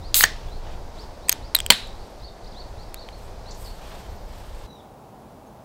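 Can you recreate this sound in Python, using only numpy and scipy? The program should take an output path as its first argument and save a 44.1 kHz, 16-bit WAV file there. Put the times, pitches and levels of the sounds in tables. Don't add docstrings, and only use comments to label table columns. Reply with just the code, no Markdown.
import sys
import numpy as np
from scipy import signal
from scipy.fft import rfft, irfft
from scipy.io import wavfile

SR = 44100
rng = np.random.default_rng(int(sys.argv[2]) if len(sys.argv) > 2 else 0)


def store_pcm(level_fs):
    pcm = np.round(np.clip(level_fs, -1, 1) * 32767).astype(np.int16)
    wavfile.write(sys.argv[1], SR, np.atleast_2d(pcm).T)


def volts_from_decibels(level):
    exponent = np.asarray(level, float) / 20
    return 10 ** exponent


N = 248724
VIEW_CHANGE_S = 4.664


def rms_one(x):
    return x / np.sqrt(np.mean(x ** 2) + 1e-20)


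def peak_one(x):
    return x / np.max(np.abs(x))


def in_time(rows):
    s, *columns = np.transpose(rows)
    t = np.arange(N) / SR
    gate = np.clip(np.minimum(t - s[0], s[-1] - t) / 0.00044, 0, 1)
    return [np.interp(t, s, column) for column in columns] + [gate]


def at_hz(points, hz):
    table_hz, values = np.array(points)[:, 0], np.array(points)[:, 1]
    return np.interp(np.log(hz), np.log(table_hz), values)


def drift(rate):
    r = np.exp(-80 * np.pi * rate / SR)
    white = rng.standard_normal(N // 40 + 2002)
    slow = signal.lfilter([1], [1, -2 * r, r * r], white)[2000:]
    return np.interp(np.arange(N) / 40, np.arange(len(slow)), rms_one(slow))


def ring(force, hz, t60):
    r = volts_from_decibels(-60 / (t60 * SR))
    w = 2 * np.pi * hz / SR
    return signal.lfilter([0, np.sin(w)], [1, -2 * r * np.cos(w), r * r], force)


def coloured(white, spectrum):
    hz = np.maximum(np.fft.rfftfreq(len(white), 1 / SR), 1)
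    inside = (hz > spectrum[0][0] / 2) & (hz < 15800)
    return rms_one(irfft(rfft(white) * volts_from_decibels(at_hz(spectrum, hz)) * inside, len(white)))


def lumpy(spectrum, patchy_db, rate):
    return coloured(rng.standard_normal(N), spectrum) * volts_from_decibels(patchy_db * drift(rate))


# start_s, level_db
GUSTS = [(0.0, -28), (0.05, -37), (0.41, -32.5), (1.08, -37.5), (1.19, -41), (1.66, -33.5), (1.78, -45),
         (1.83, -34.5), (2.18, -43), (2.22, -33.5), (2.4, -50), (2.45, -35.5), (2.53, -43.5), (2.74, -34.5),
         (2.98, -44), (3.09, -37.5), (4.35, -37), (4.66, -37)]
# pitch_hz, level_db (per Hz)
WIND_TONE = [(8.8, -26.5), (15, 6), (32, 1.5), (51, -2), (98, -8.5), (146, -18.5), (170, -26.5), (220, -44),
             (370, -120)]
# pitch_hz, level_db (per Hz)
ROAD_TONE = [(88, -38), (150, -10), (175, -4.5), (231, -7), (275, -9), (406, -6), (649, -5), (821, -6.5),
             (888, -7.5), (1260, -17), (2980, -28), (4670, -23), (16000, -48)]
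# pitch_hz, level_db (per Hz)
SHELTER_TONE = [(12, -46.5), (20, -13.5), (91, -7), (134, -6.5), (168, -10), (210, -5), (328, -12.5),
                (357, -10.5), (527, -11.5), (780, -8), (1810, -31), (8180, -39.5), (14700, -41.5),
                (16000, -39.5)]


def air():
    wind_db, _ = in_time(GUSTS)
    steep = WIND_TONE + [(260, -56.5)]
    wind = volts_from_decibels(wind_db) * lumpy(steep, patchy_db=-1.5, rate=6.3)
    road = volts_from_decibels(-44.5) * lumpy(ROAD_TONE, patchy_db=-0.82, rate=3)
    shelter = volts_from_decibels(-45.5) * lumpy(SHELTER_TONE, patchy_db=.3, rate=3)
    changed = np.clip((np.arange(N) / SR - VIEW_CHANGE_S) / 0.0024, 0, 1)
    return (wind + road) * (1 - changed) + shelter * changed


# pitch_hz, level_db (per Hz)
DULL_TONE = [(900, 12.5), (1400, 8.5), (2200, 4.5), (3300, 7), (4500, 1), (7000, -5.5), (10000, -30.5)]
# pitch_hz, level_db (per Hz)
CRISP_TONE = [(3500, -24), (5500, -5.5), (8000, 10.5), (10000, 3), (14000, 5.5), (16000, -6)]
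# centre_s, spread_s, dull_db, crisp_db
SLEEVE_MOVES = [(.42, 0.096, -53.5, -84), (.69, 0.053, -50, -81), (1.0, .05, -55.5, -65),
                (1.9, 0.058, -65.5, -85), (2.1, .06, -64.5, -69), (3.24, .06, -58.5, -62),
                (3.49, 0.033, -56, -72.5), (3.65, 0.061, -55, -53), (3.9, 0.11, -49.5, -58),
                (4.05, 0.073, -58.5, -64.5), (4.37, 0.066, -54.5, -61), (4.54, 0.12, -55, -62.5)]


def rustle():
    dull = lumpy(DULL_TONE, patchy_db=1.7, rate=53)
    crisp = lumpy(CRISP_TONE, patchy_db=1.6, rate=30)
    t = np.arange(N) / SR
    dull_power, crisp_power = volts_from_decibels(2 * -64), volts_from_decibels(2 * -72)
    for s, spread, dull_db, crisp_db in SLEEVE_MOVES:
        swell = np.exp(-((t - s) / spread) ** 2)
        dull_power = dull_power + volts_from_decibels(2 * dull_db + 5.5) * swell
        crisp_power = crisp_power + volts_from_decibels(2 * crisp_db) * swell
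    return (t < VIEW_CHANGE_S) * (np.sqrt(dull_power) * dull + np.sqrt(crisp_power) * crisp)


# start_s, rise_s, from_hz, top_hz, level_db
BIRD_SLURS = [(.015, 0.067, 3400, 4950, -51), (0.476, 0.093, 3250, 4550, -55),
              (0.967, 0.06, 3200, 5530, -50.5), (1.21, 0.097, 3400, 4900, -56.5),
              (1.415, 0.065, 3400, 5460, -54.5), (1.975, .062, 3900, 4850, -57),
              (2.205, 0.065, 3500, 4840, -51.5), (2.545, 0.061, 3300, 4590, -47.5),
              (2.771, .066, 3650, 4900, -55), (2.96, 0.05, 3550, 4720, -48),
              (3.115, 0.034, 3750, 4500, -53.5), (3.45, 0.054, 3700, 4700, -49.5)]
# start_s, length_s, from_hz, to_hz, level_db
QUICK_CHIPS = [(2.196, .012, 3500, 5200, -57), (2.225, .017, 4700, 5350, -57),
               (2.275, .015, 4470, 4260, -51.5), (2.279, 0.016, 3750, 3670, -54),
               (2.44, .011, 3600, 5000, -55), (2.459, 0.025, 3600, 5280, -53.5),
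               (2.518, .012, 5210, 3280, -53), (2.53, .018, 3300, 4950, -66),
               (3.019, 0.0202, 4580, 4000, -49), (3.508, .014, 4630, 4120, -54),
               (3.646, 0.017, 5100, 4210, -49.5), (3.66, .016, 5500, 3600, -51),
               (3.672, 0.02, 4630, 4150, -51), (3.694, .025, 4500, 4630, -55),
               (4.062, .23, 13630, 13350, -71.5), (4.322, 0.085, 13350, 13200, -78.5),
               (5.465, .03, 6500, 6450, -72.5), (5.61, .028, 5140, 5100, -73.5)]


def birds():
    notes = []
    for s, length, from_hz, to_hz, db in QUICK_CHIPS:
        middle = (s + length / 2, (from_hz + to_hz) / 2, db)
        notes.append([(s, from_hz, db - 4), middle, (s + length, to_hz, db - 4)])
    loudest_at, bend = .55, 0.049
    for s, rise, from_hz, top_hz, db in BIRD_SLURS:
        loudest_hz = from_hz + (loudest_at + bend) * (top_hz - from_hz)
        notes.append([(s, from_hz, db - 11), (s + loudest_at * rise, loudest_hz, db),
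                      (s + rise, top_hz, db - 5), (s + rise + .021, .76 * top_hz, db - 10)])
    out = np.zeros(N)
    for note in notes:
        hz, level_db, gate = in_time(note)
        out += gate * volts_from_decibels(level_db + 5.5) * np.sin(2 * np.pi * np.cumsum(hz) / SR)
    return out * volts_from_decibels(3.0 * drift(90))


# pitch_hz, level_db (per Hz)
ECHO_TONE = [(300, -30), (1000, -12), (1900, -4), (2800, -4), (4200, 0), (6000, -7.5), (9000, -18),
             (15000, -19)]
# pitch_hz, t60_s
ECHO_T60 = [(500, .3), (2000, .36), (4000, .44), (7000, .34), (10000, .25), (15000, .18)]


def wood(x):
    t = np.arange(SR * 3 // 4) / SR
    edges = 250 * 2 ** np.arange(0, 6.1, .5)
    tail = 0
    for low, high in zip(edges, edges[1:]):
        half_octave = signal.butter(2, [low, high], "band", fs=SR, output="sos")
        band = signal.sosfilt(half_octave, rng.standard_normal(len(t)))
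        hz = np.sqrt(low * high)
        tail = tail + band * volts_from_decibels(at_hz(ECHO_TONE, hz) - 60 * t / at_hz(ECHO_T60, hz))
    tail = tail * np.minimum(t / 0.012, 1)
    return signal.fftconvolve(x, tail / np.sqrt(np.sum(tail ** 2)))[:N]


# start_s, level_db, brightness_db
GAS_FLOW = [
    (0.143, -18.5, -5.5),
    (0.172, -15, 5),
    (0.234, -20, -2),
    (0.24, -27, -1),
    (0.262, -40, -10.5),
]
# pitch_hz, level_db (per Hz)
GAS_TONE = [(350, -24.5), (600, -19), (944, -20), (1330, -15.5), (1470, -19), (4160, -6.5), (5790, -14),
            (6460, -7.5), (8990, -5), (13000, -3.5), (16000, -3)]


def gas():
    level_db, bright_db, gate = in_time(GAS_FLOW)
    jet = lumpy(GAS_TONE, patchy_db=.8, rate=200)
    low = signal.sosfilt(signal.butter(2, 6000, fs=SR, output="sos"), jet)
    hum = rms_one(ring(jet, 6450, .010) + ring(jet, 8300, .010) + .4 * ring(jet, 4600, .004))
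    return gate * volts_from_decibels(level_db) * (jet - low + volts_from_decibels(-bright_db) * (low + volts_from_decibels(-10) * hum))


# pitch_hz, t60_s
LID_RING = [(1500, .004), (2000, .005), (3300, .008), (4050, .016), (4800, .005), (6500, .006),
            (8300, .008), (11500, .008), (14400, .004)]
# start_s, crack_db, contact_ms, ring_hz (of the spot), ring_db (against the crack)
RIVET_SLIPS = [(1.2815, -37, 1.4, 4700, -2.5), (1.2851, -16.5, 1.8, 2090, -3.5), (1.2942, -8.5, 1, 4800, 7),
               (1.3162, -25.5, 4.5, 6470, 7), (1.5472, -30.5, .36, 4000, -8), (1.5636, -13, 1.4, 3820, -4),
               (1.5700, -28.5, 1.9, 2100, -4), (1.5884, -10, .5, 3370, -6), (1.6031, -7.5, .21, 3300, -6.5),
               (1.6633, -5.5, .56, 3140, -9.5), (1.7027, 1, 2.3, 7390, 6), (1.7330, -26.5, .54, 3510, 12),
               (3.5480, -51.5, .36, 6500, -3)]
TAB_SLIPS = [
    (1.3221, -12, .44, 6560, -5.5),
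    (1.3268, -4.5, .56, 6575, -6),
    (1.5493, 3.5, .53, 4810, -9.5),
    (4.3830, -43.5, 1.0, 4700, -3),
]
LEVER_SLIPS = [
    (1.5518, -3, 1, 4010, 0),
    (1.7238, -9.5, .4, 2865, -8.5),
    (1.8730, -31, .5, 7660, -7.5),
]
SEAL_SLIPS = [
    (.1437, -7.5, .29, 4780, 7),
    (.2380, 1.5, 0.88, 1900, 7.5),
    (1.2941, 4, 1.4, 12430, -7),
    (1.3135, -35, 2.5, 2058, 1.5),
    (4.6780, -63.5, .6, 2870, 8),
]
SCORE_SLIPS = [
    (.2086, -17.5, .8, 2020, 14.5),
    (.2405, -19, 1.4, 3210, 12),
    (1.7026, 8.5, 2.4, 3270, 4),
    (1.7212, -18.5, 3.5, 1955, 6.5),
    (2.9438, -9.5, .04, 2800, -21.5),
    (4.3157, -46, 1.0, 2900, -2),
]
WALL_SLIPS = [
    (.2286, -26, 0.95, 1940, 11),
    (3.0880, -61, 1.3, 2650, 28),
]
# slips, pitch_hz
CAN_PARTS = [(RIVET_SLIPS, 8350), (TAB_SLIPS, 14400), (LEVER_SLIPS, 11500),
             (SEAL_SLIPS, 6600), (SCORE_SLIPS, 4400), (WALL_SLIPS, 3000)]


def snaps():
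    out, far, size = np.zeros(N + SR), np.zeros(N + SR), SR // 10
    t_ms = 1000 * np.arange(size) / SR
    slips = sorted(row + (part_hz,) for rows, part_hz in CAN_PARTS for row in rows)
    noise = rng.standard_normal((len(slips), 2, size))
    thin = signal.butter(2, 1100, "high", fs=SR, output="sos")
    walls = signal.butter(1, [1000, 9000], "band", fs=SR, output="sos")
    for (s, crack_db, contact_ms, spot_hz, ring_db, part_hz), (white, loose) in zip(slips, noise):
        force = (white - 4.5 * (t_ms == 0)) * np.exp(-(t_ms / contact_ms) ** 1.3) + 1e-18
        sound = peak_one(signal.sosfilt(thin, force))
        for hz in (spot_hz, part_hz):
            sound += volts_from_decibels(ring_db) * peak_one(ring(force, hz, at_hz(LID_RING, hz)))
        shudder = signal.sosfilt(walls, loose) * np.exp(-t_ms / (3.5 * contact_ms))
        sound += volts_from_decibels(-21 + max(ring_db, 0)) * shudder
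        at = round(s * SR)
        out[at:at + size] += volts_from_decibels(crack_db) * sound
        far[at] += volts_from_decibels(crack_db) * np.sqrt(np.sum(sound ** 2))
    small = signal.butter(2, 800, "high", fs=SR, output="sos")
    return signal.sosfilt(small, out[:N]), far[:N]


# start_s, pitch_hz, level_db, t60_s
CAN_AFTER_RINGS = [(.2400, 1800, -13.5, 0.054), (.2400, 1925, -22.5, 0.17), (.2420, 1817, -31, .3),
                   (.2420, 1950, -34.5, .3), (.2385, 180, -24.5, 0.08), (.2420, 2070, -32.5, 0.15),
                   (1.7040, 604, -17, 0.036), (1.707, 212.3, -27.5, 0.25), (1.704, 961, -9, 0.04),
                   (1.7050, 1646, -29, .08), (1.703, 2103, -22.5, 0.089), (1.7050, 3123, -22.5, 0.18),
                   (1.707, 3950, -24, 0.43)]


def after_rings():
    out, t = np.zeros(N), np.arange(SR // 2) / SR
    rattle_share, rattle_cycles = .88, 30
    noise = rng.standard_normal((len(CAN_AFTER_RINGS), SR // 2))
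    for (s, hz, level_db, t60), white in zip(CAN_AFTER_RINGS, noise):
        rattle = rms_one(ring(white, hz, rattle_cycles / hz))
        rattle = rattle * volts_from_decibels(-60 * t / t60) * np.minimum(t / 0.0012, 1)
        clean = ring(1e-18 + (t == 0), hz, t60)
        at = round(s * SR)
        out[at:at + SR // 2] += volts_from_decibels(level_db) * ((1 - rattle_share) * clean + rattle_share * rattle)
    return out


# pitch_hz, width_hz
TABLE_GAPS = [(5900, 500.), (8900, 420)]


def table_top(x):
    for hz, width in TABLE_GAPS:
        x = signal.lfilter(*signal.iirnotch(hz, hz / width, fs=SR), x)
    return x


def scuff():
    start_s, level_db, t60_s = 3.507, -46, 0.33
    since = np.arange(N) / SR - start_s
    band = signal.butter(4, [4500, 7400], "band", fs=SR, output="sos")
    grain = rms_one(signal.sosfilt(band, rng.standard_normal(N))) * volts_from_decibels(3.3 * drift(83))
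    return np.clip(since / 0.0036, 0, 1) * volts_from_decibels(level_db - 60 * np.maximum(since, 0) / t60_s) * grain


# start_s, pitch_hz, level_db
HOARSE_CALL = [
    (4.664, 1960, -61.5),
    (4.71, 1944, -58.5),
    (4.79, 1834, -58),
    (4.806, 1660, -61),
    (4.816, 1165, -69),
]
# multiple (of the pitch), level_db
HOARSE_OVERTONES = [(2, 0), (3, -12)]


def squawk():
    hz, level_db, gate = in_time(HOARSE_CALL)
    throb_hz, throb_db, throb_pitch = 52, 5.5, .022
    throb = np.sin(2 * np.pi * throb_hz * np.cumsum(1 + .15 * drift(20)) / SR)
    phase = 2 * np.pi * np.cumsum(hz * (1 + throb_pitch * throb + .008 * drift(160))) / SR
    voice = sum(volts_from_decibels(db) * np.sin(k * phase) for k, db in HOARSE_OVERTONES)
    return gate * volts_from_decibels(level_db + 2.5 + throb_db * throb + 2.0 * drift(55)) * voice


def scene():
    cracks, far_cracks = snaps()
    jet = gas()
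    calls = birds() + squawk()
    can = table_top(cracks + after_rings() + jet)
    echoes = wood(volts_from_decibels(-23.5) * far_cracks + volts_from_decibels(-24.5) * jet + volts_from_decibels(-12) * calls)
    return (can + calls + echoes + rustle() + air() + scuff())[None]


def roll_off(x):
    return signal.sosfilt(signal.butter(12, 16370, fs=SR, output="sos"), x)


def record(dry):
    clipped = np.clip(dry, -.99, .99)
    top_cut = signal.cheby2(10, 40, 16800, fs=SR, output="sos")
    return roll_off(signal.sosfilt(top_cut, clipped))


dry = scene()
out = record(dry)
store_pcm(out)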